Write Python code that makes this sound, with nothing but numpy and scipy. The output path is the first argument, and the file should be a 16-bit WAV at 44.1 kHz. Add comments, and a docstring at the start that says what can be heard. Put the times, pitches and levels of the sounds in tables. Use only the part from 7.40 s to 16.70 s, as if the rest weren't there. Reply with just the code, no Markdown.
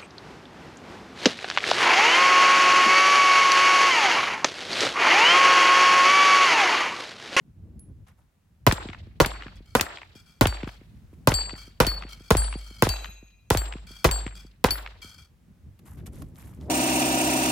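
"""A pistol fires eleven times on an open gravel range: filtered pulses and gas noise, then a decaying noise tail.
Earth banks and racks return each blast as low-passed thuds and short scattered snaps.
Bullets crack on small steel plates, which ring as fading modes, then fall back as knocks in broad resonances.
A spent case tinkles; boots and clothes stir the gravel as granular noise, mostly before and after the shots.
Wind buffets the microphone as gusting bands of noise, over a faint air hiss."""
import sys
import numpy as np
from scipy import signal
from scipy.fft import rfft, irfft, next_fast_len
from scipy.io import wavfile
from scipy.ndimage import uniform_filter1d

SR = 44100
rng = np.random.default_rng(int(sys.argv[2]) if len(sys.argv) > 2 else 0)


def pcm_store(signal):
    """Save signal as 16-bit PCM."""
    levels = np.round(np.clip(np.atleast_2d(signal), -1, 1) * 32767)
    wavfile.write(sys.argv[1], SR, levels.astype(np.int16).T)


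N = 410115

# Shots: t/s, relative blast level/dB, muzzle swing left of the first plate/degree,
# relative bass level (blast and board)/dB, rack thud level/dB
SHOTS = [(1.266, -4.5, -1, -3.5, -28.5), (1.801, -4, 3, -1.5, -24), (2.351, -5.5, 2, -17, -25.5),
         (3.010, -5.5, -1.5, 4.5, -5), (3.873, -3, 8, 0, -10.5), (4.402, -4, 14, -2, -18),
         (4.905, -3, 20.5, 2, -6.5), (5.423, -3.5, 22.5, -6.5, -7.5), (6.103, -5, 17.5, -1, -7),
         (6.644, -5.5, 17, 0, -16.5), (7.241, -5, 19, -8.5, -24.5)]
BASS_SHARE = 0.53  # part of the bass column applied to the blast below 200 Hz
# Direct pulse and reflections from shooter and barricade: nominal delay/ms, nominal level/dB
NEAR_REFLECTIONS = [(0, 0), (4.0, 2), (6.5, -3.5), (8.5, -1.5), (11.5, -13.5)]
# Spectral shape of the blast: f/Hz, relative level/dB
BLAST_SPECTRUM = [(35, -6), (100, 3.5), (250, -5), (500, -9.5), (1000, -11), (2000, -20), (5000, -26),
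                  (10000, -35.5), (16000, -33.5)]
# Bands of the scattered tail: centre f/Hz, relative level/dB, t60/s
TAIL_BANDS = [(123, -1, 0.22), (430, -7, 0.65), (1006, 2, 0.55), (2660, -5.5, 0.81), (7300, 0, 0.18),
              (12000, -12, 0.07)]
GROUND_MS, GROUND_DB = 2.0, -10.5  # the gravel mirrors the whole blast
# Open ground between rack and mound returns little: the dip deepens at this slope, then ends
LULL_SLOPE_S, LULL_END_S, LULL_DB = 0.14, 0.12, -6

# Dependence of each answer on muzzle swing: (level at no swing/dB, slope/dB per degree)
TAIL_AIM, BOARD_AIM = (-33.5, -0.061), (-29, 0.52)
RACK_SNAP_AIM, MOUND_AIM = (-30, -0.56), (-43, -0.091)
SIDE_BANK_AIM, BACKSTOP_SNAP_AIM = (-37.5, -0.81), (-42.5, 0.17)

# Snaps from the side bank: delay after the shot/ms, relative level/dB
SIDE_BANK_SNAPS = [(160, -12.5), (265, -10.5), (280, -13)]
# Snaps from the backstop: delay after the shot/ms, relative level/dB
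BACKSTOP_SNAPS = [(221, -5), (233, -10)]
# Dull slaps from earth banks and shaken racks: t/s, peak level/dB
DULL_THUDS = [(1.322, -15.5), (1.453, -26), (1.488, -28.5), (1.859, -22), (2.059, -31.5), (2.407, -22),
              (3.231, -21), (3.27, -25.5), (3.728, -39.5), (4.13, -28.5), (4.468, -19), (4.647, -32.5),
              (5.153, -25.5), (6.352, -28), (6.861, -24.5)]
RACK_ECHO_MS, MOUND_MS = 45.3, 114
RACK_BOOM_MS, RACK_BOOM_DB = 50, -13  # level relative to the rack thud
HILL_MS, HILL_DB = 402, -39.5  # the far slope returns a soft thud

# Bullets on plates: t/s, crack level/dB, low mode f/Hz, low mode t60/s,
# low, middle and upper mode levels/dB
PLATE_HITS = [(1.323, -19.5, 4440, 0.16, -56, -40, -54), (1.86, -21.5, 4460, 0.67, -46, -42, -58),
              (2.410, -13, 4430, 0.16, -39, -42, -61), (3.07, -19.5, 4500, 0.35, -36, -38, -56.5),
              (3.940, -25.5, 4544, 0.5, -22, -22.5, -56), (4.467, -20, 4460, 0.32, -21, -42, -41),
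              (4.969, -24, 4540, 0.55, -33.5, -29, -22), (5.490, -22, 4566, 0.26, -25.5, -37, -61.5),
              (6.172, -21, 4490, 0.12, -26.5, -29.5, -45.5), (6.712, -23.5, 4510, 0.31, -29, -25.5, -47),
              (7.307, -22.5, 4510, 0.094, -16.5, -43.5, -54)]
# Plate modes, three strong then the fine ones: nominal f/Hz, relative level/dB
PLATE_MODES = [(4544, 0), (7545, 0), (8092, 0), (3180, -12), (5010, -13), (10080, -3), (10500, 1),
               (11560, -3), (12200, -2), (12830, -8), (14200, -7), (14780, -5), (15080, -8)]
STRONG_T60_S, FINE_T60_S = 0.44, .21  # middle and upper strong modes; fine modes
FINE_MODES_DB = -13  # relative to the loudest strong mode
WOBBLE_DB = 3.5  # spread of each ringing tone's level
# Modes of the rack's bar: f/Hz, relative level/dB, t60/s
RACK_MODES = [(2449, -7, 1.5), (2676, -1, 1.0), (3967, 2, .9), (6449, -6, 1.1), (6638, -3, .9),
              (7806, -4, .6), (12120, 0, .9), (12890, -8, .6), (13330, -8, .6)]
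RACK_S, RACK_DB = 5.491, -43.5  # splinters of one bullet strike the bar

# Plates falling back and rattling: t/s, relative level/dB, Gaussian decay length/s
PLATE_FALLS = [(2.155, -55, 0.021), (2.257, -62.5, 0.18), (2.751, -53.5, 0.067), (2.857, -60, 0.11),
               (3.269, -53.5, 0.074), (4.16, -49.5, 0.11), (4.689, -47.5, 0.072), (4.797, -56.5, 0.41),
               (5.187, -52.5, 0.49), (6.468, -50, 0.19), (6.952, -51, 0.09), (7.617, -47, 0.12),
               (7.779, -54, 0.067)]
# Resonances of plate and rack: nominal centre f/Hz, half width/Hz, relative level/dB
FALL_RESONANCES = [(1410, 160, 13), (2310, 55, 15.5), (3230, 110, 19), (4430, 140, 19), (5010, 110, 15.5),
                   (5940, 90, 10.5), (7560, 70, 7.5)]

# Spent case landing on stones: t/s, relative level/dB, ring f/Hz
SPENT_CASES = [(.394, -48, 10770)]
# Boots and clothes moving on the gravel: t/s, relative level/dB, swell length/s
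GRAVEL_STEPS = [(0.663, -56.5, 0.049), (0.77, -63, 0.06), (3.73, -62.5, 0.014), (8.39, -54.5, 0.0087),
                (8.45, -53, 0.092), (8.569, -53.5, 0.036), (8.658, -44, 0.021), (8.72, -54, 0.11),
                (8.819, -41.5, 0.0079), (8.94, -53.5, 0.19), (9.07, -60, 0.024), (9.196, -59.5, 0.072)]
# Spectral weighting of the gravel grains: f/Hz, relative level/dB
GRIT_SPECTRUM = [(400, -7.5), (1000, -4.5), (2300, -12.5), (4500, -21.5), (13000, -17.5), (16000, -46)]

# Gust strength: t/s, gust level/dB
WIND_GUSTS = [(0, -59), (.3, -53), (.65, -58), (.98, -72), (1.451, -57), (2.899, -65.5), (3.697, -58),
              (5.997, -67), (6.299, -60.5), (7.899, -64.5), (8.2, -61), (8.501, -54), (8.739, -51),
              (9.15, -53.5), (9.3, -46.5)]
# Wind noise bands: f/Hz, relative level/dB, response to gusts/(dB per dB)
WIND_BANDS = [(46.6, -3.5, 1.1), (86.55, 3.0, 1.1), (170.0, 1.0, 1.4), (287.0, -4.0, 2.5), (545, -16, 5.4)]
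# Spectral shape of the air hiss: f/Hz, relative level/dB
AIR_SPECTRUM = [(300, -10), (1870, -17.5), (4240, -24.5), (16500, -29)]
AIR_DB = -72  # mean level of the hiss


def muzzle_blast(db, bass_db):
    """Impulse radiation: a muzzle pulse and its early reflections in a spray of gas noise."""
    t = np.arange(4096) / SR
    gas = undb(-25.0) * band(noise(4096, 0.98), 250, 15000, order=1) * fade(t, 0.11)
    pulses = np.zeros_like(gas)
    scatter = rng.standard_normal((len(NEAR_REFLECTIONS), 3))
    for (ms, near_db), (shift, across, size) in zip(NEAR_REFLECTIONS, scatter):
        arrival_ms = ms + .3 * shift * (ms > 0)
        # every reflection comes from its own side and meets the two ports at different times
        for port, lag_ms in enumerate((0.17 * across, -.12 * across)):
            i = int(max(arrival_ms + lag_ms, 0) * SR / 1000)
            pulses[port, i] += undb(near_db + 4.6 * size)
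    burst = gas + band(pulses, 20, 3500, order=1)  # the body of the blast is dull
    burst += undb(GROUND_DB) * np.roll(burst, int(GROUND_MS * SR / 1000), axis=1)
    spectrum = [(hz, part_db + BASS_SHARE * bass_db * (hz < 200)) for hz, part_db in BLAST_SPECTRUM]
    burst = colour(burst, spectrum)
    return undb(db + 7.0) * burst / np.abs(burst).max()


def shock_crack(db):
    """Steep wavefront: the front of the shock is a bright, brief crack of noise."""
    burst = noise(512, 0.72) * fade(np.arange(512) / SR, 0.011)
    return undb(db - 8) * band(burst, 1500, 17000, order=1)


def scattered_tail(aim):
    """Diffuse scattering: many small mounds answer, so noise bands decay unevenly at their own rates."""
    t = np.arange(32768) / SR
    lull = undb(LULL_DB * t / LULL_SLOPE_S * (t < LULL_END_S))
    tail = np.zeros((2, len(t)))
    for hz, part_db, t60 in TAIL_BANDS:
        level = undb(aimed(TAIL_AIM, aim) + part_db)
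        for lo_hz in (hz / 1.7, hz):
            lumpy = noise(len(t), 250 / hz) * lumps(len(t), 500, 4)
            tail += level * unit(band(lumpy, lo_hz, lo_hz * 1.7)) * fade(t, t60)
    return tail * lull


def board_hum(aim, bass_db):
    """Damped resonance: a board swells into a 51 Hz tone and hums on."""
    t = np.arange(32768) / SR
    envelope = fade(t, 0.8) * (1 - fade(t, 0.018))
    return undb(aimed(BOARD_AIM, aim) + bass_db) * np.sin(2 * np.pi * 51 * t) * envelope


def shots():
    """Superposition: each shot sums its blast, crack, scattered tail and board hum."""
    out = np.zeros((2, N))
    for s, db, aim, bass_db, _ in SHOTS:
        add(out, s, muzzle_blast(db, bass_db))
        add(out, s, shock_crack(db))
        add(out, s + .012, scattered_tail(aim))
        add(out, s + 0.033, board_hum(aim, bass_db))
    return out


def thuds():
    """Low-pass reflection: rack, banks and far slope return dull thuds, as band-limited impulses."""
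    out = np.zeros((2, N))
    impulse = np.zeros(2048)
    impulse[0] = 1
    near = band(impulse, 51, 740)
    far = band(impulse, 60, 352, order=3)  # the long way back dulls it
    boom = band(impulse, 56, 100)
    events = [(s, db, far) for s, db in DULL_THUDS]
    for s, _, _, _, rack_db in SHOTS:
        events += [(s + RACK_ECHO_MS / 1000, rack_db, near),
                   (s + RACK_BOOM_MS / 1000, rack_db + RACK_BOOM_DB, boom),
                   (s + HILL_MS / 1000, HILL_DB, far)]
    for s, db, thud in events:
        add(out, s, undb(db) * thud / thud.max())
    return out


def snaps():
    """Scattered reflection: rack, low mound, side bank and backstop return short bursts of noise."""
    out, t = np.zeros((2, N)), np.arange(2048) / SR
    for s, _, aim, _, _ in SHOTS:
        # delay/ms, level/dB, upper band edge/Hz
        events = [(RACK_ECHO_MS, aimed(RACK_SNAP_AIM, aim), 3000), (MOUND_MS, aimed(MOUND_AIM, aim), 1900)]
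        events += [(ms, aimed(SIDE_BANK_AIM, aim) + db, 2500) for ms, db in SIDE_BANK_SNAPS]
        events += [(ms, aimed(BACKSTOP_SNAP_AIM, aim) + db, 3300) for ms, db in BACKSTOP_SNAPS]
        for ms, db, top_hz in events:
            burst = noise(2048, 0.67) * fade(t, 0.018) + 2.2 * (t == 0)
            snap = unit(band(burst, top_hz / 4., top_hz, order=3))
            add(out, s + ms / 1000, undb(db) * snap, 2.5)
    return out


def plates():
    """Modal excitation: lead splashes in a crack, then each plate rings, tuned and struck a little differently."""
    out, t = np.zeros((2, N)), np.arange(4096) / SR
    for s, crack_db, low_hz, low_t60, low_db, mid_db, up_db in PLATE_HITS:
        fine_db = max(low_db, mid_db, up_db) + FINE_MODES_DB
        modes = np.column_stack([PLATE_MODES, np.full(len(PLATE_MODES), FINE_T60_S)])
        fine_count = len(modes) - 3
        modes[:3, 2] = STRONG_T60_S
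        modes[0, 0], modes[0, 2] = low_hz, low_t60
        modes[3:, 0] *= 1 + .008 * rng.standard_normal(fine_count)
        modes[3:, 1] += fine_db + 5 * rng.standard_normal(fine_count)
        modes[:3, 1] += low_db, mid_db, up_db
        # a round plate's modes come in close pairs that beat: the low and middle modes get twins
        twins = modes[:2] * (1.003, 1, .6) - (0, 11, 0)
        splash = unit(band(noise(4096, 0.16), 590, 8500, order=1))
        crack = splash * (fade(t, 0.019) + undb(-20.0) * fade(t, 0.16))
        add(out, s, undb(crack_db) * crack, 4.)
        add(out, s, ring(np.vstack([modes, twins])), 4.)
    return out


def rack_bar():
    """Modal excitation: bullet splinters set the rack's bar ringing once."""
    out = np.zeros((2, N))
    add(out, RACK_S, undb(RACK_DB) * ring(RACK_MODES), 3.)
    return out


def falls():
    """Forced resonance: dense uneven knocks excite the broad resonances of plate and rack."""
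    out, t = np.zeros((2, N)), np.arange(SR // 2) / SR
    for s, db, length in PLATE_FALLS:
        knocks = noise(len(t), .6) * lumps(len(t), 200, 3.5)
        tune = 1 + .025 * rng.standard_normal()  # each plate lands its own way
        body = np.zeros((2, len(t)))
        for hz, half_width, part_db in FALL_RESONANCES:
            body += undb(part_db) * unit(band(knocks, tune * hz - half_width, tune * hz + half_width))
        rattle = unit(body) + 0.63 * unit(band(knocks, 700, 7000, order=1))
        add(out, s, undb(db) * rattle * np.exp(-(t / length) ** 2), 2.5)
    return out


def spent_case():
    """Impact and beating: a brass case strikes stones with a click and two close ringing tones."""
    out, t = np.zeros((2, N)), np.arange(SR // 4) / SR
    for s, db, hz in SPENT_CASES:
        add(out, s, ring([(hz, db, .2), (hz * .991, db - 10, .22)], lag_s=1e-5))
        add(out, s, undb(db) * band(noise(len(t), 0.31), 2800, 17000) * fade(t, 0.0075))
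    return out


def gravel():
    """Granular friction: gravel crunches in showers of grains that swell fast and die away."""
    out, t = np.zeros((2, N)), np.arange(SR // 4) / SR
    for s, db, length in GRAVEL_STEPS:
        grains = np.zeros((2, len(t)))
        # coarse to fine stones, an octave each, crunch at their own moments
        for hz in 400 * 2 ** np.arange(6):
            rub = noise(len(t), 0.49) * lumps(len(t), 260, 4.2)
            clicks = (rng.random(len(t)) < .015) * undb(3.3 * rng.exponential(size=len(t)))
            grains += band(rub * (0.34 + clicks), hz, 2 * hz) * undb(3 * rng.standard_normal())
        swell = (1 - np.exp(-t / (.15 * length))) * np.exp(-(t / length) ** 2)
        add(out, s, undb(db) * unit(colour(grains, GRIT_SPECTRUM)) * swell)
    return out


def wind():
    """Turbulent pressure: gusts buffet the microphone, and a stronger gust reaches higher."""
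    gust_db = np.interp(np.arange(N) / SR, *np.transpose(WIND_GUSTS))
    flutter_db = 3.5 * walk(40)  # shared by all bands
    out = np.zeros((2, N))
    for hz, db, reach in WIND_BANDS:
        level_db = db - 48.0 + reach * (gust_db + 51.0) + flutter_db + 3.2 * walk(hz / 8)
        out += undb(level_db) * unit(band(noise(N, 0.89), hz / 1.4, hz * 1.248))
    return out


def air_hiss():
    """Stationary broadband noise: a faint hiss, slowly varying in level, lies under all."""
    return undb(AIR_DB + 2 * walk(0.67)) * unit(colour(noise(N, 0.28), AIR_SPECTRUM))


def ring(modes, lag_s=4.3e-5):
    """Modal superposition: fading, wavering tones from one side reach the right port a little late."""
    hz, db, t60 = np.transpose(modes)[:, :, None]
    t = np.arange(int(min(t60.max(), .7) * SR)) / SR
    phase = 2 * np.pi * rng.random(hz.shape)
    wobble = signal.resample(rng.standard_normal((len(hz), 40)), len(t), axis=1)
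    onset = np.minimum(t / 0.082, 1)  # the wavering grows from nothing
    size = undb(db + WOBBLE_DB * wobble * onset) * fade(t, t60)
    ports = [np.sum(size * np.sin(2 * np.pi * hz * (t - lag) + phase), axis=0) for lag in (0, lag_s)]
    return np.array(ports)


def aimed(rule, aim):
    """Directivity: the level of an answer is linear in dB with the swing of the muzzle."""
    return rule[0] + rule[1] * aim


def noise(size, alike):
    """Interchannel correlation: mid and side noise mixed to a given likeness."""
    mid, side = rng.standard_normal((2, size))
    alike = np.clip(alike, 0, 1)
    return (np.sqrt(1 + alike) * mid + np.sqrt(1 - alike) * side * np.array([[1], [-1]])) / np.sqrt(2)


def lumps(size, hold, spread_db):
    """Random modulation: a gain redrawn every `hold` samples, its steps slightly smoothed."""
    steps = np.repeat(rng.standard_normal(size // hold + 1), hold)[:size]
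    return undb(spread_db * uniform_filter1d(steps, hold // 2))


def walk(rate):
    """Slow fluctuation: random levels held 1 / rate seconds and smoothed twice."""
    k = int(SR / rate)
    steps = np.repeat(rng.standard_normal(N // k + 1), k)
    return 1.3 * uniform_filter1d(uniform_filter1d(steps, k), k)[:N]


def colour(x, points):
    """Minimum-phase filtering: a folded cepstrum gives x a causal response through (Hz, dB) points."""
    hz, db = np.transpose(points)
    grid_hz = np.arange(2049) * SR / 4096
    log_gain = np.interp(np.log(grid_hz + 1), np.log(hz), db) * np.log(10) / 20
    cep = irfft(log_gain)
    cep[1:2048] *= 2
    cep[2049:] = 0
    response = irfft(np.exp(rfft(cep)))
    return signal.fftconvolve(x, np.atleast_2d(response), axes=1)[:, :x.shape[1]]


def band(x, lo_hz, hi_hz, order=2):
    """Band-pass filtering with a maximally flat response."""
    edges = [lo_hz, min(hi_hz, .45 * SR)]
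    return signal.sosfilt(signal.butter(order, edges, "bandpass", fs=SR, output="sos"), x)


def fade(seconds, t60):
    """Exponential decay: 60 dB lost in t60 seconds."""
    return np.exp(-np.log(1000) * seconds / t60)


def undb(db):
    """Amplitude ratio of a level in dB."""
    return 10 ** (np.asarray(db) / 20)


def unit(x):
    """Normalisation to unit root-mean-square amplitude."""
    return x / np.sqrt(np.mean(x ** 2))


def add(out, s, sound, pan_db=0.):
    """Superposition at s seconds, with a level difference of pan_db toward the left."""
    i = int(s * SR)
    tilt = undb(np.array([[pan_db], [-pan_db]]) / 2)
    piece = (np.atleast_2d(sound) * tilt)[:, :N - i]
    out[:, i:i + piece.shape[1]] += piece


def scene():
    """Linear superposition of all sources at the microphone."""
    blasts = shots() + thuds() + snaps()
    steel = plates() + rack_bar() + falls()
    return blasts + steel + spent_case() + gravel() + wind() + air_hiss()


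def record(dry, turns=1.2, low_hz=25.4, drive=0.5, top_hz=16300):
    """Dispersion and saturation: a phone's filters delay low tones more, so bangs chirp down; peaks are rounded."""
    size = next_fast_len(N + SR)
    hz = np.arange(size // 2 + 1) * SR / size
    # group delay is turns / (hz + low_hz) seconds
    smear = np.exp(-2j * np.pi * turns * np.log((hz + low_hz) / low_hz))
    wet = irfft(rfft(dry, size) * smear, size)[:, :N]
    wet = signal.sosfilt(signal.butter(4, 38, "highpass", fs=SR, output="sos"), wet)
    rounded = np.tanh(drive * wet) / drive
    return signal.sosfilt(signal.ellip(10, .2, 90, top_hz, fs=SR, output="sos"), rounded)


dry = scene()
out = record(dry)
pcm_store(out)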